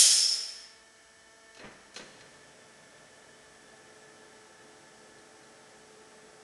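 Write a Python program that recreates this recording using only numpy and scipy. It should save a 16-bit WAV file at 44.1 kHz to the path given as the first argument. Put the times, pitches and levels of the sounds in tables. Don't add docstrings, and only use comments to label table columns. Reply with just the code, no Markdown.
import sys
import numpy as np
from scipy import signal
from scipy.fft import rfft, irfft, next_fast_len
from scipy.io import wavfile

SR = 44100
rng = np.random.default_rng(int(sys.argv[2]) if len(sys.argv) > 2 else 0)


def generate_wav(sig):
    pcm = np.round(np.clip(np.atleast_2d(sig).T, -1, 1) * 32767).astype(np.int16)
    wavfile.write(sys.argv[1], SR, pcm)


N = 283563
TIME = np.arange(N) / SR
FIRST_PUMP_HZ, SECOND_PUMP_HZ = 222.25, 216.1
VALVE_OPEN_S = 2.02


def gain_of(db):
    return 10 ** (np.asarray(db) / 20)


def unit_rms(x):
    return x / np.sqrt(np.mean(x ** 2) + 1e-20)


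def curve_at(points, hz):
    freqs_hz, values = np.transpose(points)
    return np.interp(np.log(hz + 1), np.log(freqs_hz + 1), values)


def bell(f, hz, width_hz):
    return 1 / (1 + (2 * (f - hz) / width_hz) ** 2)


def ramp(start_s, length_s):
    return np.clip((TIME - start_s) / length_s, 0, 1)


def since(start_s):
    return np.maximum(TIME - start_s, 0)


def add(mix, start_s, sound):
    part = mix[round(start_s * SR):][:len(sound)]
    part += sound[:len(part)]


def lowpass(x, hz):
    return signal.sosfiltfilt(signal.butter(2, hz, fs=SR, output="sos"), x)


def colour(x, gain):
    return unit_rms(irfft(rfft(x) * gain, len(x)))


def noise(gain_at):
    size = next_fast_len(N, real=True)
    spectrum = rng.standard_normal((size // 2 + 1, 2)) @ [1, 1j]
    return unit_rms(irfft(spectrum * gain_at(np.fft.rfftfreq(size, 1 / SR)), size)[:N])


def drift(rate_hz, hop=32):
    count = N // hop + 2
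    f = np.fft.rfftfreq(count, hop / SR)
    slow = colour(rng.standard_normal(count), np.exp(-(f / rate_hz) ** 2))
    return np.interp(np.arange(N) / hop, np.arange(count), slow)


def plate_echoes(x, spread_s, share, count=24):
    delays_s, signs = rng.random(count) * spread_s, rng.choice([-1, 1], count)
    echoes = sum(sign * np.roll(x, round(delay_s * SR)) for delay_s, sign in zip(delays_s, signs))
    return unit_rms(x + share / np.sqrt(count) * echoes)


def air_left(from_s=0.62, empty_s=1.0):
    return 1 - ramp(from_s, empty_s - from_s)


def valve_opening(travel_s=0.28):
    return ramp(VALVE_OPEN_S - travel_s, travel_s)


def ram_speed(creep=0.23):
    return creep * valve_opening() + (1 - creep) * ramp(start_s=3.34, length_s=0.57)


def treble_db(hz, lift_db=1.43, fade_db_per_s=2.5):
    return (hz > 1500) * (lift_db - fade_db_per_s * since(4))


def air_jet(level_db=-17.5, drain_db_per_s=72, knee_s=0.075, flutter_db=0.37, sizzle_s=0.025):
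    # freq_hz, density_db
    spectrum = [(60, -40), (150, -40), (300, -27), (700, -23.5), (1150, -27), (1450, -18.5), (2600, -12.5),
                (4400, -3), (5500, 1), (6800, -0.9), (8200, -3.5), (9400, 0.5), (10500, -5.5), (11100, -14),
                (11800, -18), (12300, -32)]
    # freq_hz, width_hz, lift_db
    shell = [(3250, 460, 5), (6510, 350, 6), (7080, 220, 4.5), (9050, 300, 1), (10300, 300, 4)]
    jet = noise(lambda f: gain_of(curve_at(spectrum, f) + sum(db * bell(f, hz, w) for hz, w, db in shell)))
    jet = plate_echoes(jet, spread_s=0.05, share=0.51)
    body = lowpass(jet, hz=2400)
    sizzle = 1.4 * (jet - lowpass(jet, hz=10300)) * np.exp(-TIME / sizzle_s)
    fall_db = -drain_db_per_s * TIME ** 2 / (TIME + knee_s)
    hiss = (jet - body + sizzle) * gain_of(fall_db) + body * gain_of(0.47 * fall_db)
    return hiss * air_left() * gain_of(level_db + flutter_db * drift(61))


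def port_whistle(peak_db=-28.5, swell_db=3, break_s=0.33, drop_db=4, fade_db_per_s=62, sputter_db=0.9):
    # freq_hz, width_hz, relative_db, slow_air_loss_db
    port = [(4920, 380, -7, 2), (5240, 400, -2.5, 3.5), (5350, 420, 2.5, 1.5)]
    slowed = ramp(break_s, 0.09)
    whistle = sum(gain_of(db - loss_db * slowed) * noise(lambda f: bell(f, hz, width_hz))
                  for hz, width_hz, db, loss_db in port)
    whistle = plate_echoes(whistle, spread_s=0.025, share=0.51)
    level_db = peak_db - swell_db * (1 - ramp(0, 0.26))
    level_db -= drop_db * ramp(break_s, 0.031) + fade_db_per_s * since(break_s)
    return whistle * air_left() * gain_of(level_db + sputter_db * drift(60))


def stroke_count(hz, wander):
    return np.cumsum(hz * (1 + wander * drift(2.54))) / SR


def piston_ripple(strokes, harmonics, waver_db, jitter_rad):
    speed, ripple = ram_speed(), np.zeros(N)
    for k, rest_db, moving_db in harmonics:
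        level_db = rest_db + (moving_db - rest_db) * speed + treble_db(k * FIRST_PUMP_HZ)
        level_db += waver_db * drift(7.4)
        phase = 2 * np.pi * (k * strokes + rng.random()) + jitter_rad * drift(25)
        ripple += gain_of(level_db) * np.sqrt(2) * np.cos(phase)
    return ripple


def first_pump(strokes, venting_db=5.5, strain_db=5.5, shift_s=1.52, build_s=0.41, relax_s=0.25):
    # harmonic, ram_rest_db, ram_moving_db
    harmonics = [(1, -84, -74.5), (2, -72.5, -73.5), (3, -71, -81), (4, -75, -72.5), (5, -80, -87),
                 (6, -75, -71), (8, -69.5, -71.5), (10, -74, -79), (14, -83, -84)]
    strain = ramp(shift_s - build_s, build_s) * np.exp(-since(shift_s) / relax_s)
    load_db = -1 + venting_db * (1 - ramp(0, 1.34)) + strain_db * strain
    return gain_of(load_db) * piston_ripple(strokes, harmonics, waver_db=1.2, jitter_rad=0.28)


def pump_rasp(strokes, level_db=-67, jitter_strokes=0.0074):
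    # freq_hz, relative_db
    spectrum = [(2500, -20), (4500, -13.5), (5400, 1), (6600, -3.5), (8000, -11), (9600, -12.5),
                (10700, -9)]
    rasp = np.zeros(N)
    for k in range(12, 48):
        cycles = k * (strokes + jitter_strokes * drift(50)) + rng.random()
        rasp += gain_of(curve_at(spectrum, k * FIRST_PUMP_HZ)) * np.cos(2 * np.pi * cycles)
    return gain_of(level_db) * unit_rms(rasp)


def fans(level_db=-61):
    # freq_hz, density_db
    spectrum = [(25, -36), (55, -24), (90, -12), (140, -15.5), (260, -8.5), (400, -11.5), (700, -8),
                (950, -12), (1700, -9), (2500, -14.5), (4500, -15), (7500, -18.5), (10000, -17.5),
                (12000, -34.5)]
    wash = noise(lambda f: gain_of(curve_at(spectrum, f)))
    return gain_of(level_db) * plate_echoes(wash, spread_s=0.04, share=0.46)


def frame_drones():
    # freq_hz, width_hz, ram_rest_db, ram_moving_db
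    resonances = [(57, 6.7, -80, -84), (337.4, 11, -79.5, -72), (1746, 63, -71.5, -72),
                  (3013, 32, -76, -78.5)]
    speed, drones = ram_speed(), np.zeros(N)
    for hz, width_hz, rest_db, moving_db in resonances:
        swing = drift(width_hz) + 1j * drift(width_hz)
        level_db = rest_db + (moving_db - rest_db) * speed + treble_db(hz)
        drones += gain_of(level_db) * (swing * np.exp(2j * np.pi * hz * TIME)).real
    return drones


def motor_tones():
    # pitch_hz, ram_rest_db, ram_moving_db
    tones = [(772.3, -88, -70), (872.3, -82, -72)]
    speed, hum = ram_speed(), np.zeros(N)
    for hz, rest_db, moving_db in tones:
        level_db = rest_db + (moving_db - rest_db) * speed
        hum += gain_of(level_db) * np.sqrt(2) * np.cos(2 * np.pi * (hz * TIME + rng.random()))
    return hum


def drive_whine(level_db=-75, pitch_hz=7867, warble_hz=14.85, warble_rad=0.88):
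    steps = warble_rad * np.tanh(4 * np.sin(2 * np.pi * warble_hz * TIME))
    return gain_of(level_db) * np.sqrt(2) * np.cos(2 * np.pi * pitch_hz * TIME + steps)


def steel_burst(gain, rise_s, t60_s):
    t = TIME[:SR]
    envelope = np.minimum(t / rise_s, 1) * gain_of(-60 * np.maximum(t - rise_s, 0) / t60_s)
    return colour(rng.standard_normal(SR), gain) * envelope


def steel_mode(hz, t60_s):
    t = TIME[:SR]
    return np.sqrt(2) * gain_of(-60 * t / t60_s) * np.sin(2 * np.pi * hz * t)


def valve_clacks():
    # start_s, level_db, t60_s, tilt_db_per_octave, relative_ring_db
    strikes = [(1.547, -53.5, .07, 5, -16), (1.569, -50, .1, -1.5, -18), (1.594, -50, .08, -3, -7),
               (1.65, -51, 0.054, -4, -16), (1.682, -58, .06, -6, -18), (1.716, -59, .08, 3, -20),
               (1.943, -49, .09, 6.5, -20), (1.9609, -40, 0.15, 1.5, -12), (1.995, -48.5, 0.28, -2.5, -22),
               (2.207, -49, .06, -2, -24)]
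    # freq_hz, density_db
    spectrum = [(100, -11), (400, 3), (900, 0), (1600, 2.5), (3000, 6.5), (4500, 2.5), (6300, 5),
                (8000, -9.5), (10500, -9), (12000, -38)]
    # pitch_hz, relative_db, t60_s
    modes = [(450, -10, 0.43), (1547, -6, 0.24), (2280, -17, 0.18), (2550, 0.5, 0.13), (2891, -15, 0.31),
             (3677, -11, 0.25), (4143, 4, 0.089), (6050, -13, .45), (6170, -18, .4)]
    clacks, f = np.zeros(N), np.fft.rfftfreq(SR, 1 / SR)
    for start_s, level_db, t60_s, tilt_db, ring_db in strikes:
        tilted_db = curve_at(spectrum, f) + tilt_db * np.log2(f + 1)
        crack = steel_burst(gain_of(tilted_db), rise_s=0.002, t60_s=t60_s)
        ring = sum(rng.choice([-1, 1]) * gain_of(db) * steel_mode(hz, ring_s) for hz, db, ring_s in modes)
        add(clacks, start_s, gain_of(level_db) * (crack + gain_of(ring_db) * ring))
    return clacks


def frame_jolts():
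    # start_s, level_db, rise_s, t60_s, pitch_hz
    jolts = [(1.595, -48.5, 0.0063, 0.52, 485), (1.63, -44, 0.014, 0.35, 170),
             (1.961, -45, 0.0058, 0.12, 420), (1.995, -47.5, 0.0044, 0.25, 350)]
    # freq_hz, density_db
    spectrum = [(40, -7), (90, 0), (175, 2), (300, 1), (600, -2.5), (1000, -6.5), (2000, -4), (3200, -17),
                (6000, -29), (12000, -49)]
    thuds, f = np.zeros(N), np.fft.rfftfreq(SR, 1 / SR)
    for start_s, level_db, rise_s, t60_s, hz in jolts:
        resonance = 1 + 1.7 * bell(f, hz, width_hz=0.6 * hz)
        bass_cut = f ** 2 / (f ** 2 + (0.74 * hz) ** 2)
        gain = gain_of(curve_at(spectrum, f)) * resonance * bass_cut
        add(thuds, start_s, gain_of(level_db) * steel_burst(gain, rise_s, t60_s))
    return thuds


def hall(x, wet_db, reflections_per_s=2000):
    # freq_hz, t60_s
    decay = [(100, 1.4), (1000, 2.2), (5000, 1.5), (11000, 0.73)]
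    taps = rng.choice([-1., 1.], SR) * (rng.random(SR) < reflections_per_s / SR)
    hz, t, bands = signal.stft(taps, SR, nperseg=256)
    bands *= gain_of(-60 * t / curve_at(decay, hz)[:, None])
    tail = signal.istft(bands, SR, nperseg=256)[1]
    return x + gain_of(wet_db) * signal.fftconvolve(x, tail / np.linalg.norm(tail))[:N]


def second_pump():
    # harmonic, ram_rest_db, ram_moving_db
    harmonics = [(1, -83, -76.5), (2, -71.5, -62), (3, -81, -78.5), (4, -74.5, -77), (6, -83, -76),
                 (8, -72.5, -68), (16, -78.5, -81)]
    sag = np.interp(TIME, [2, 4], [1.003, 1])
    strokes = stroke_count(SECOND_PUMP_HZ * sag, wander=0.00056)
    return valve_opening() * piston_ripple(strokes, harmonics, waver_db=1.54, jitter_rad=0.27)


def oil_rush(strokes, level_db=-60.5, surge_db=3.5, surge_s=0.15, speed_db=1, settle_db_per_s=1.5):
    # freq_hz, density_db
    spectrum = [(50, -41), (85, -13.5), (120, 0.5), (165, -3), (220, -1), (350, -1.5), (580, 3.5),
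                (950, -9), (1600, -4.5), (2600, -12), (4500, -18.5), (9500, -16.5), (12000, -37)]
    oil = plate_echoes(noise(lambda f: gain_of(curve_at(spectrum, f))), spread_s=0.033, share=0.51)
    open_s = since(VALVE_OPEN_S)
    rumble_db = 3 - settle_db_per_s * open_s
    oil += lowpass(oil, hz=138) * (gain_of(rumble_db) - 1)
    throb = 1 + 0.18 * np.cos(4 * np.pi * strokes)
    flow_db = level_db + surge_db * np.exp(-open_s / surge_s) + speed_db * ram_speed()
    return valve_opening() ** 4 * oil * throb * gain_of(flow_db + 0.5 * drift(9.7))


def guide_ticks():
    # start_s, level_db
    contacts = [(5.185, -65), (5.43, -60), (5.795, -62), (6.255, -63)]
    resonance = bell(np.fft.rfftfreq(SR, 1 / SR), hz=4115, width_hz=230)
    ticks = np.zeros(N)
    for start_s, level_db in contacts:
        add(ticks, start_s, gain_of(level_db) * steel_burst(resonance, rise_s=0.003, t60_s=0.07))
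    return ticks


def scene():
    air = air_jet() + port_whistle()
    strokes = stroke_count(FIRST_PUMP_HZ, wander=0.000391)
    pump = first_pump(strokes) + pump_rasp(strokes)
    workshop = fans() + frame_drones() + motor_tones() + drive_whine()
    impacts = hall(valve_clacks() + frame_jolts() + guide_ticks(), wet_db=-8.5)
    lift = second_pump() + oil_rush(strokes)
    return (air + pump + workshop + impacts + lift)[None]


def record(dry):
    taps = signal.firwin(511, 12280, window=("kaiser", 9), fs=SR)
    return signal.oaconvolve(dry, taps[None], "same")


dry = scene()
out = record(dry)
generate_wav(out)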